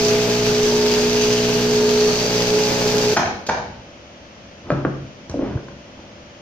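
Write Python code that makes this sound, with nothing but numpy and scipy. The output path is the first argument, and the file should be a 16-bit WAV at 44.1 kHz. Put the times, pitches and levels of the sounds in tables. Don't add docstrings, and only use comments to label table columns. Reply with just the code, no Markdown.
import sys
import numpy as np
from scipy import signal
from scipy.fft import rfft, irfft, next_fast_len
from scipy.io import wavfile

SR = 44100
rng = np.random.default_rng(int(sys.argv[2]) if len(sys.argv) > 2 else 0)


def put_to_file(sound):
    columns = np.atleast_2d(sound).T
    safe = np.clip(columns, -1, 1)
    whole_steps = np.round(safe * 32767)
    wavfile.write(sys.argv[1], SR, whole_steps.astype(np.int16))


N = 282681
TIME = np.arange(N) / SR


def from_db(db):
    return 10 ** (np.asarray(db) / 20)


def rms_one(x):
    return x / np.sqrt(np.mean(x ** 2) + 1e-20)


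def in_time(rows):
    s, *columns = np.transpose(rows)
    return [np.interp(TIME, s, c) for c in columns]


def at_hz(points, hz):
    f, value = np.transpose(points)
    return np.interp(np.log(hz + 1), np.log(f), value)


def bins(size):
    return np.fft.rfftfreq(size, 1 / SR)


def drift(rate_hz):
    step = 40
    r = np.exp(-2 * np.pi * rate_hz * step / SR)
    noise = rng.standard_normal(N // step + 2002)
    slow = signal.lfilter([1], [1, -2 * r, r * r], noise)[2000:]
    return np.interp(np.arange(N) / step, np.arange(len(slow)), rms_one(slow))


def colour(x, spectrum):
    size = 2 * next_fast_len(x.shape[-1] // 2 + SR // 10)
    cepstrum = irfft(np.log(from_db(at_hz(spectrum, bins(size)))))
    cepstrum[1:size // 2] *= 2
    cepstrum[size // 2 + 1:] = 0
    response = np.exp(rfft(cepstrum))
    return irfft(rfft(x, size) * response)[..., :x.shape[-1]]


# f/Hz, likeness/0-1
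CHANNEL_LIKENESS = [(250, 0.89), (500, 0.66), (1000, 0.31), (2000, 0), (12000, 0.03)]


def diffuse(size):
    padded = 2 * next_fast_len(size // 2 + 1)
    mid, side = rfft(rng.standard_normal((2, padded)))
    alike = np.clip(at_hz(CHANNEL_LIKENESS, bins(padded)), 0, 1)
    common = np.sqrt((1 + alike) / 2) * mid
    opposed = np.sqrt((1 - alike) / 2) * side * [[1], [-1]]
    return irfft(common + opposed)[:, :size]


# f/Hz, t60/s
SHED_T60 = [(100, 0.85), (500, 0.64), (1500, 0.51), (5000, 0.79), (12000, 0.09)]


def shed(x, wet_db, build_s):
    t, centres = TIME[:SR], np.geomspace(60, 15000, num=9)
    noise, tail = rfft(diffuse(SR)), 0
    for hz, own in zip(centres, np.eye(len(centres))):
        band = irfft(noise * at_hz(np.c_[centres, own], bins(SR)), SR)
        tail = tail + band * from_db(-60 * t / at_hz(SHED_T60, hz))
    tail = rms_one(tail * (1 - np.exp(-t / build_s))) / np.sqrt(SR)
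    direct = np.array([x, np.roll(x, 3)])
    reflections = signal.fftconvolve(x[None], tail, axes=1)[:, :N]
    return direct + from_db(wet_db) * reflections


def ringing(modes, scatter_db):
    hz, db, t60 = np.transpose(modes)[:, :, None]
    t = TIME[:SR // 2]
    strength = from_db(db + scatter_db * rng.standard_normal(hz.shape)) * rng.choice([-1, 1], hz.shape)
    return np.sum(strength * from_db(-60 * t / t60) * np.sin(2 * np.pi * hz * t), axis=0)


def crunch(spectrum, decay_s, spread=0.94):
    t = TIME[:SR // 2]
    force = spread * rng.standard_normal(len(t)) * np.exp(-t / decay_s)
    force[0] += np.sqrt(SR * decay_s) / 2
    return colour(force, spectrum)


def add(track, s, db, cut_hz, sound, order=2):
    low_pass = signal.butter(order, min(cut_hz, SR / 3), fs=SR, output="sos")
    soft = signal.sosfilt(low_pass, sound)
    start = int(s * SR)
    track[start:start + len(soft)] += from_db(db) * soft[:N - start]


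def grains(spread_db):
    size_db = spread_db * np.minimum(rng.exponential(1, N), 5)
    return rms_one(rng.standard_normal(N) * from_db(size_db))


MOVE_ATTACK_S, MOVE_RELEASE_S = 0.014, 0.017


def push(s, length_s):
    before = np.maximum(s - TIME, 0)
    after = np.maximum(TIME - s - length_s, 0)
    return np.exp(-before / MOVE_ATTACK_S - after / MOVE_RELEASE_S)


STOP_S = 3.135


def running(fade_s):
    return np.exp(-np.maximum(TIME - STOP_S, 0) / fade_s)


LIFT_S, LIFT_TAKES_S = 2.033, 0.27


def lifted():
    return np.clip((TIME - LIFT_S) / LIFT_TAKES_S, 0, 1)


TURNS_PER_S, SPEED_WANDER_PER_S, FREE_GAIN_TURNS_PER_S = 60.3, .07, .15


def shaft_turns(free):
    speed = TURNS_PER_S + FREE_GAIN_TURNS_PER_S * free + SPEED_WANDER_PER_S * drift(1.09)
    return np.cumsum(speed) / SR


# t/s, level/dB
HUM_LEVEL = [(0.04, -19), (0.12, -17.5), (0.35, -21.5), (0.62, -17.5), (1.0, -18.5), (1.1, -22.5),
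             (1.18, -18), (1.53, -21), (2.06, -14), (2.17, -21), (2.51, -23.5), (2.54, -16.5), (2.82, -34),
             (2.86, -25), (3.03, -23.5), (3.11, -19.5)]
HUM_ORDER = 7
# t/s, reach/0-1
TUBE_REACH = [(.48, 0), (.7, 1), (.98, 0.82), (1.15, 0.48), (1.5, 0), (1.9, 0.6), (2.3, 0.22)]
# multiple, level while cutting/dB, change at full reach/dB, change when hanging free/dB
OTHER_ORDERS = [(1, -41.5, -0.5, -5), (2, -31.5, -8.5, 2), (3, -33, -10, 2), (4, -26.5, 2.5, -2.5),
                (5, -36.5, -6.5, 0.5), (6, -43, 10, -10), (8, -33.5, -0.5, -3.5), (9, -49, -8, 17.5),
                (10, -40.5, 6, 2), (11, -32, -9, -4.5), (13, -48, -4, 6), (14, -40.5, -11, 5.5),
                (15, -50.5, 15, 4), (17, -47.5, -2, 0), (20, -49, 0, -10), (27, -48, 0, -2)]
SWING_CUTTING, SWING_FREE = 0.031, 0.31
SHAKE_CUTTING, SHAKE_FREE = 0.084, 0.22


def shaft_tone(turns, multiple, db, depth, flutter):
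    wobble = (1 + depth * (drift(1.9) + 1j * drift(2.2))) / np.sqrt(1 + 2 * depth ** 2)
    wobble = wobble + flutter * (drift(29) + 1j * drift(17))
    carrier = np.exp(2j * np.pi * (multiple * turns + rng.random()))
    return np.sqrt(2) * from_db(db) * np.real(wobble * carrier)


def drive_hum(turns, weak_waver=0.13, weak_flutter=0.037):
    free, reach = lifted(), in_time(TUBE_REACH)[0]
    swing = SWING_CUTTING + (SWING_FREE - SWING_CUTTING) * free
    shake = SHAKE_CUTTING + (SHAKE_FREE - SHAKE_CUTTING) * free
    hum = shaft_tone(turns, HUM_ORDER, in_time(HUM_LEVEL)[0], swing, shake)
    for multiple, db, reach_db, free_db in OTHER_ORDERS:
        level_db = db + reach_db * reach + free_db * free
        hum = hum + shaft_tone(turns, round(multiple), level_db, weak_waver, weak_flutter)
    return hum * running(0.0021) * from_db([[-.4], [.4]])


def steel_ring(friction, course, width_hz, shimmer_db):
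    hz, ring_db = in_time(course)
    carrier = np.exp(2j * np.pi * np.cumsum(hz) / SR)
    r = np.exp(-np.pi * width_hz / SR)
    drive = friction * from_db(ring_db + shimmer_db * drift(104))
    return np.real(carrier * signal.lfilter([1 - r], [1, -r], drive / carrier))


# f/Hz, filter gain/dB
CUTTER_COLOUR = [(900, -10), (1300, -6.5), (1600, -4.5), (2050, -4.5), (2500, -2.5), (3700, -4),
                 (4800, -0.5), (5400, -3), (6200, -3.5), (7100, -10.5), (8300, -19.5), (12200, -42.5),
                 (12900, -15.5), (15200, -28)]
# f/Hz, difference/dB
CUTTER_BALANCE = [(1000, 2.5), (1700, -0.5), (2400, 5.5), (4300, 4.5), (4900, -0.5), (6100, -8), (7300, -9),
                  (8500, 2), (11000, 21.5), (13000, -0.5)]
# t/s, relative level/dB
TOOTH_SNAGS = [(.977, -39), (1.864, -28), (2.11, -26), (2.874, -18.5)]
# t/s, f/Hz, ring/dB
FORK_RING = [(.1, 2480, -4), (.35, 2600, -8), (.55, 2800, -9), (.9, 2570, -10), (1.15, 2650, 2),
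             (1.42, 2950, 2), (1.7, 2850, -11), (2.05, 2450, -22), (2.22, 2420, -5.5), (3.1, 2380, -13)]
# t/s, f/Hz, ring/dB
COMB_RING = [(.05, 4930, 6), (.25, 4850, -18), (.55, 4950, -5), (.8, 4950, 1), (1.0, 4750, -1),
             (1.25, 4880, 0), (1.5, 4750, -10), (1.65, 4640, -3), (2.15, 4440, 6.5), (2.3, 4750, 3),
             (2.7, 4850, -2), (3.1, 4900, -2)]
# t/s, f/Hz, ring/dB
TEETH_RING = [(.05, 6100, 4.5), (.25, 6050, -25), (.68, 5900, 5), (1.0, 5900, -21), (1.22, 6100, 7),
              (1.45, 6100, -9), (2.2, 5870, 1), (2.5, 6000, -5), (3.1, 5900, -3)]
# t/s, length/s, change of the friction/dB
STROKE_EASES = [(0.213, 0.2, 0), (1.546, 0.42, -.5)]
FRICTION_DB, FRICTION_FREE_DB = -26, 0.2
SLAP, SLAP_SHARPNESS, SLAP_LOPSIDED_DB = 1.5, 6, 2


def cutter(turns, uneven_db=2.5, bite_db=0.5, linger_s=0.016):
    stroke = (2 * turns).astype(int)
    force = from_db(uneven_db * rng.standard_normal(N)[stroke] + SLAP_LOPSIDED_DB * (-1) ** stroke)
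    slaps = force * np.exp(-SLAP_SHARPNESS * (2 * turns % 1))
    level_db = FRICTION_DB + FRICTION_FREE_DB * lifted()
    for s, length_s, change_db in STROKE_EASES:
        level_db = level_db + change_db * push(s, length_s)
    bite = from_db(level_db + bite_db * drift(9.7)) * running(0.0066)
    friction = rms_one(grains(spread_db=4.5) * (1 + SLAP * slaps)) * bite
    for s, db in TOOTH_SNAGS:
        add(friction, s, db, 14000, crunch([(1000, -26), (5000, -9.0), (14000, 14.0)], 0.0018))

    r = np.exp(-1 / (linger_s * SR))
    wash = diffuse(N) * np.sqrt(signal.lfilter([1 - r], [1, -r], friction ** 2))
    heard = np.array([friction, np.roll(friction, 3)]) + from_db(3.0) * wash
    rings = steel_ring(heard, FORK_RING, width_hz=420, shimmer_db=1.5)
    rings = rings + steel_ring(heard, COMB_RING, width_hz=300, shimmer_db=4.5)
    rings = rings + steel_ring(heard, TEETH_RING, width_hz=490, shimmer_db=3.0)

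    left, right = colour(heard + rings, CUTTER_COLOUR)
    half_side = np.array(CUTTER_BALANCE) * [1, .5]
    return from_db(5.0) * np.array([colour(left, half_side), colour(right, half_side * [1, -1])])


# f/Hz, filter gain/dB
RATTLE_COLOUR = [(25, -0.5), (40, -25), (85, -8.5), (135, -1.5), (156, 8.5), (175, -3.5), (215, 0),
                 (330, -1), (430, 7.5), (510, 0.5), (600, 0.5), (720, -4), (850, -1.5), (1100, -9),
                 (1600, -8.5), (2600, -29)]
RATTLE_CUTTING_DB, RATTLE_FREE_DB = -27, -25.5


def shaft_rattle(turns, throb=0.12, flutter_db=2.0):
    level_db = RATTLE_CUTTING_DB + (RATTLE_FREE_DB - RATTLE_CUTTING_DB) * lifted()
    shake = (1 + throb * np.cos(2 * np.pi * turns)) * from_db(flutter_db * drift(32))
    return from_db(level_db) * rms_one(colour(diffuse(N) * shake, RATTLE_COLOUR)) * running(0.085)


# f/Hz, filter gain/dB
WHIRR_COLOUR = [(25, -15), (42, -20), (62, -2.5), (150, -5.5), (260, -7), (410, -9.5), (590, -7),
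                (1000, -13), (1900, -15), (3100, -14.5), (3800, -21), (6400, -21), (7800, -47.5),
                (13000, -55)]
# f/Hz, level/dB
MOTOR_TONES = [(64.6, -58), (107.6, -64), (150.7, -61.5), (193.8, -55.5), (215.3, -57.5), (258.4, -54.5),
               (301.4, -60), (344.5, -57.5), (500.6, -56.5), (549.1, -59), (576, -54), (597.5, -57),
               (619.1, -60.5), (662.1, -60), (694, -65.5)]
WHIRR_DB = -43
TONE_WAVER, TONE_PHASE_WANDER_RAD = .2, .35


def idling_motor():
    tones = 0
    for hz, db in MOTOR_TONES:
        phase = 2 * np.pi * (hz * TIME + rng.random()) + TONE_PHASE_WANDER_RAD * drift(2.2)
        tones = tones + np.sqrt(2) * from_db(db) * (1 + TONE_WAVER * drift(1)) * np.sin(phase)
    direct = rng.standard_normal(N)
    air = from_db(-5.0) * np.array([direct, np.roll(direct, 18)]) + diffuse(N)
    whirr = rms_one(colour(air, WHIRR_COLOUR))
    return (from_db(WHIRR_DB) * whirr + tones) * from_db([[.4], [-.4]])


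# t/s, level/dB, contact cut-off f/Hz, relative housing ring/dB
LEVER_THROWS = [(3.1650, -0.5, 3630, -1.5), (3.4880, -2.5, 2330, 1)]
# t/s, level/dB
LEVER_REBOUNDS = [(3.194, -6.5), (3.232, -8.5), (3.258, -3), (3.517, -12), (3.546, -15), (3.572, -11.5),
                  (3.583, -22), (3.6, -27)]
REBOUND_CUT_HZ = 2060
GLANCE_DB, CHATTER_S, CHATTER_LOSS_DB = -8, .0032, 1.3


def lever_contacts(chatter_count=4):
    contacts = [(s, db, REBOUND_CUT_HZ, 0) for s, db in LEVER_REBOUNDS]
    for s, db, cut_hz, ring_db in LEVER_THROWS:
        gaps = CHATTER_S * rng.uniform(.65, 1.35, chatter_count - 1)
        contacts.append((s, db + GLANCE_DB, cut_hz, ring_db))
        for k, t in enumerate(s + np.cumsum(gaps)):
            contacts.append((t, db - k * CHATTER_LOSS_DB, cut_hz, ring_db))
    return contacts


# f/Hz, relative level/dB, t60/s
HOUSING_MODES = [(92, -21, .38), (165, -15, 0.33), (247.5, -8, .38), (483, 0, 0.11), (566, -0.5, 0.073),
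                 (690, -5, .12), (760, 2, .07), (860, 8, 0.052), (956, 10.5, 0.025), (1120, 3, .025),
                 (1250, -3, 0.021), (1510, 1, .028), (1626, 6, 0.033), (1803, 6, 0.024), (2300, -1, .04)]
# f/Hz, filter gain/dB
CRACK_COLOUR = [(45, -27), (90, 2.5), (400, -3.5), (800, 6.5), (1200, -2.5), (1700, -0.5), (2000, -6),
                (2400, -6.5), (2800, -12), (4200, -7.5), (6400, 1.5), (8000, -23), (14000, -20)]
# f/Hz, filter gain/dB
CATCH_COLOUR = [(400, -4), (2500, -6), (4300, 2), (6500, 3), (8000, -23), (14000, -25)]
CATCH_S, CATCH_TAKES_S, CATCH_DB = 3.463, 0.017, -28


def clutch():
    slipping = np.sin(np.pi * np.clip((TIME - CATCH_S) / CATCH_TAKES_S, 0, 1))
    out = from_db(CATCH_DB) * slipping * rms_one(colour(rng.standard_normal(N), CATCH_COLOUR))
    for s, db, cut_hz, ring_db in lever_contacts():
        ring = from_db(ring_db - 27) * ringing(HOUSING_MODES, scatter_db=1.5)
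        crack = from_db(-7.5) * crunch(CRACK_COLOUR, 0.0048, spread=2.44)
        add(out, s, db, cut_hz, ring + crack)
    return shed(out, wet_db=-2.0, build_s=0.0083)


SLIPS_PER_S, SLIP_DECAY_S, SLIP_DEPTH = 86, 0.0046, 1.2


def slips():
    travel = np.cumsum(SLIPS_PER_S * from_db(3.3 * drift(30))) / SR
    return rms_one(1 + SLIP_DEPTH * np.exp(-(travel % 1) / (SLIPS_PER_S * SLIP_DECAY_S)))


# t/s, length/s, rubbing level/dB, weight rumble level/dB
BODY_SLIDES = [(3.54, 0.26, -57, -43), (4.663, 0.039, -39.5, -39), (4.717, 0.091, -31, -40),
               (5.013, 0.032, -64, -35.5), (5.313, 0.036, -38.5, -31.5), (5.415, 0.078, -30, -39),
               (5.515, 0.052, -39, -27), (5.98, 0.022, -44, -43)]
# f/Hz, filter gain/dB
RUB_COLOUR = [(100, -3), (300, 10.5), (550, -0.5), (900, -1.5), (1700, -10.5), (2200, -16.5), (3200, -20),
              (6500, -41), (8000, -71), (14000, -86)]
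# f/Hz, filter gain/dB
RUMBLE_COLOUR = [(25, -31), (60, -3.5), (100, 1.5), (140, -2), (300, -28), (1000, -74)]


def sliding():
    rubbing, weight = np.zeros(N), np.zeros(N)
    for s, length_s, rub_db, rumble_db in BODY_SLIDES:
        movement = push(s, length_s)
        rubbing += from_db(rub_db) * movement
        weight += from_db(rumble_db) * movement
    jerks = slips()
    rub = rubbing * rms_one(colour(grains(spread_db=2.0) * jerks, RUB_COLOUR))
    rumble = weight * rms_one(colour(rng.standard_normal(N) * jerks, RUMBLE_COLOUR))
    return shed(rub, wet_db=-8.0, build_s=0.0036) + rumble


# f/Hz, relative level/dB, t60/s
BOARD_MODES = [(209.5, -10, 0.42), (269, -3.5, 0.13), (300, -19.5, 0.2), (349.6, -9, 0.19),
               (400, -11, 0.15), (481, -9, 0.18), (525, -3.5, 0.087), (640, -3.5, 0.052), (800, -7, 0.023),
               (1040, 2, 0.025), (1260, -4, 0.027), (1440, -1, 0.025), (1606, 7, 0.013), (1740, -5, 0.014),
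               (2410, -10, 0.033)]
# f/Hz, filter gain/dB
THUD_COLOUR = [(40, -10), (100, -7), (300, 5), (600, -1.5), (850, -6), (1600, -8.5), (1950, -19),
               (6500, -22.5), (9000, -36)]


def board_blow():
    thud = crunch(THUD_COLOUR, 0.0077, spread=0.99)
    return from_db(-17.0) * ringing(BOARD_MODES, scatter_db=1.0) + from_db(1.0) * thud


# f/Hz, relative level/dB, t60/s
JOIST_MODES = [(62, -41, .2), (93.5, -31.5, 0.24), (138.2, -21.5, 0.28), (160, -31, 0.21)]
BOOM_HIGH_PASS_HZ = 85


def joist_boom():
    high_pass = signal.butter(2, BOOM_HIGH_PASS_HZ, "high", fs=SR, output="sos")
    return signal.sosfilt(high_pass, ringing(JOIST_MODES, 0))


# t/s, level/dB, contact cut-off f/Hz, relative joist boom/dB, relative loose-board ring/dB
FLOOR_KNOCKS = [(4.7033, -11, 6000, 18, 12), (4.717, -11, 5000, -13, -10), (4.8498, -3.5, 2200, 5, -20),
                (5.341, -1.5, 555, -16, -15), (5.371, -7, 378, -15, -9), (5.392, -3.5, 580, -15, -20),
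                (5.423, -6, 530, -17, -19), (5.43, -11, 450, -18, -13), (5.51, -9.5, 326, -4, -10),
                (5.521, -23, 2000, -20, -20), (5.549, -21, 280, -7, -8), (5.574, -21.5, 2200, -17, -18),
                (5.586, -14, 160, 0, -20), (5.684, -23.5, 3500, -22, -20)]
# f/Hz, relative level/dB, t60/s
LOOSE_BOARD_MODES = [(256, 0.5, 0.12), (594, 6.5, 0.054), (683, -18, 0.4), (1310, 0, 0.048),
                     (1470, -15, .03), (2430, -14, .03)]
# t/s, level/dB, contact cut-off f/Hz
HANDPIECE_CONTACTS = [(5.297, -20.5, 11800), (5.304, -26, 1990), (5.314, -28, 10000)]
# f/Hz, filter gain/dB
CLINK_COLOUR = [(300, 7), (1600, -6), (2500, -19), (6000, -4.5), (9000, -25), (14000, -36)]
SETTLE_S, SETTLE_DB = 0.018, -11.5


def floor_knocks():
    out = np.zeros(N)
    for s, db, cut_hz, boom_db, loose_db in FLOOR_KNOCKS:
        first = board_blow() + from_db(loose_db - 18) * ringing(LOOSE_BOARD_MODES, 0)
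        settling = from_db(SETTLE_DB) * board_blow() + from_db(boom_db) * joist_boom()
        add(out, s, db, cut_hz, first, order=3)
        add(out, s + SETTLE_S, db, cut_hz, settling, order=3)
    for s, db, cut_hz in HANDPIECE_CONTACTS:
        add(out, s, db, cut_hz, crunch(CLINK_COLOUR, 0.0044))
    return shed(out, wet_db=-7.0, build_s=0.0038) * from_db([[.4], [-.4]])


def scene():
    turns = shaft_turns(lifted())
    machine = drive_hum(turns) + cutter(turns) + shaft_rattle(turns)
    return machine + idling_motor() + clutch() + sliding() + floor_knocks()


CUTOFF_HZ = 15500


def record(dry):
    rounded = .95 * np.tanh(dry / .95)
    low_pass = signal.ellip(10, .1, 80, CUTOFF_HZ, fs=SR, output="sos")
    return signal.sosfilt(low_pass, rounded)


dry = scene()
out = record(dry)
put_to_file(out)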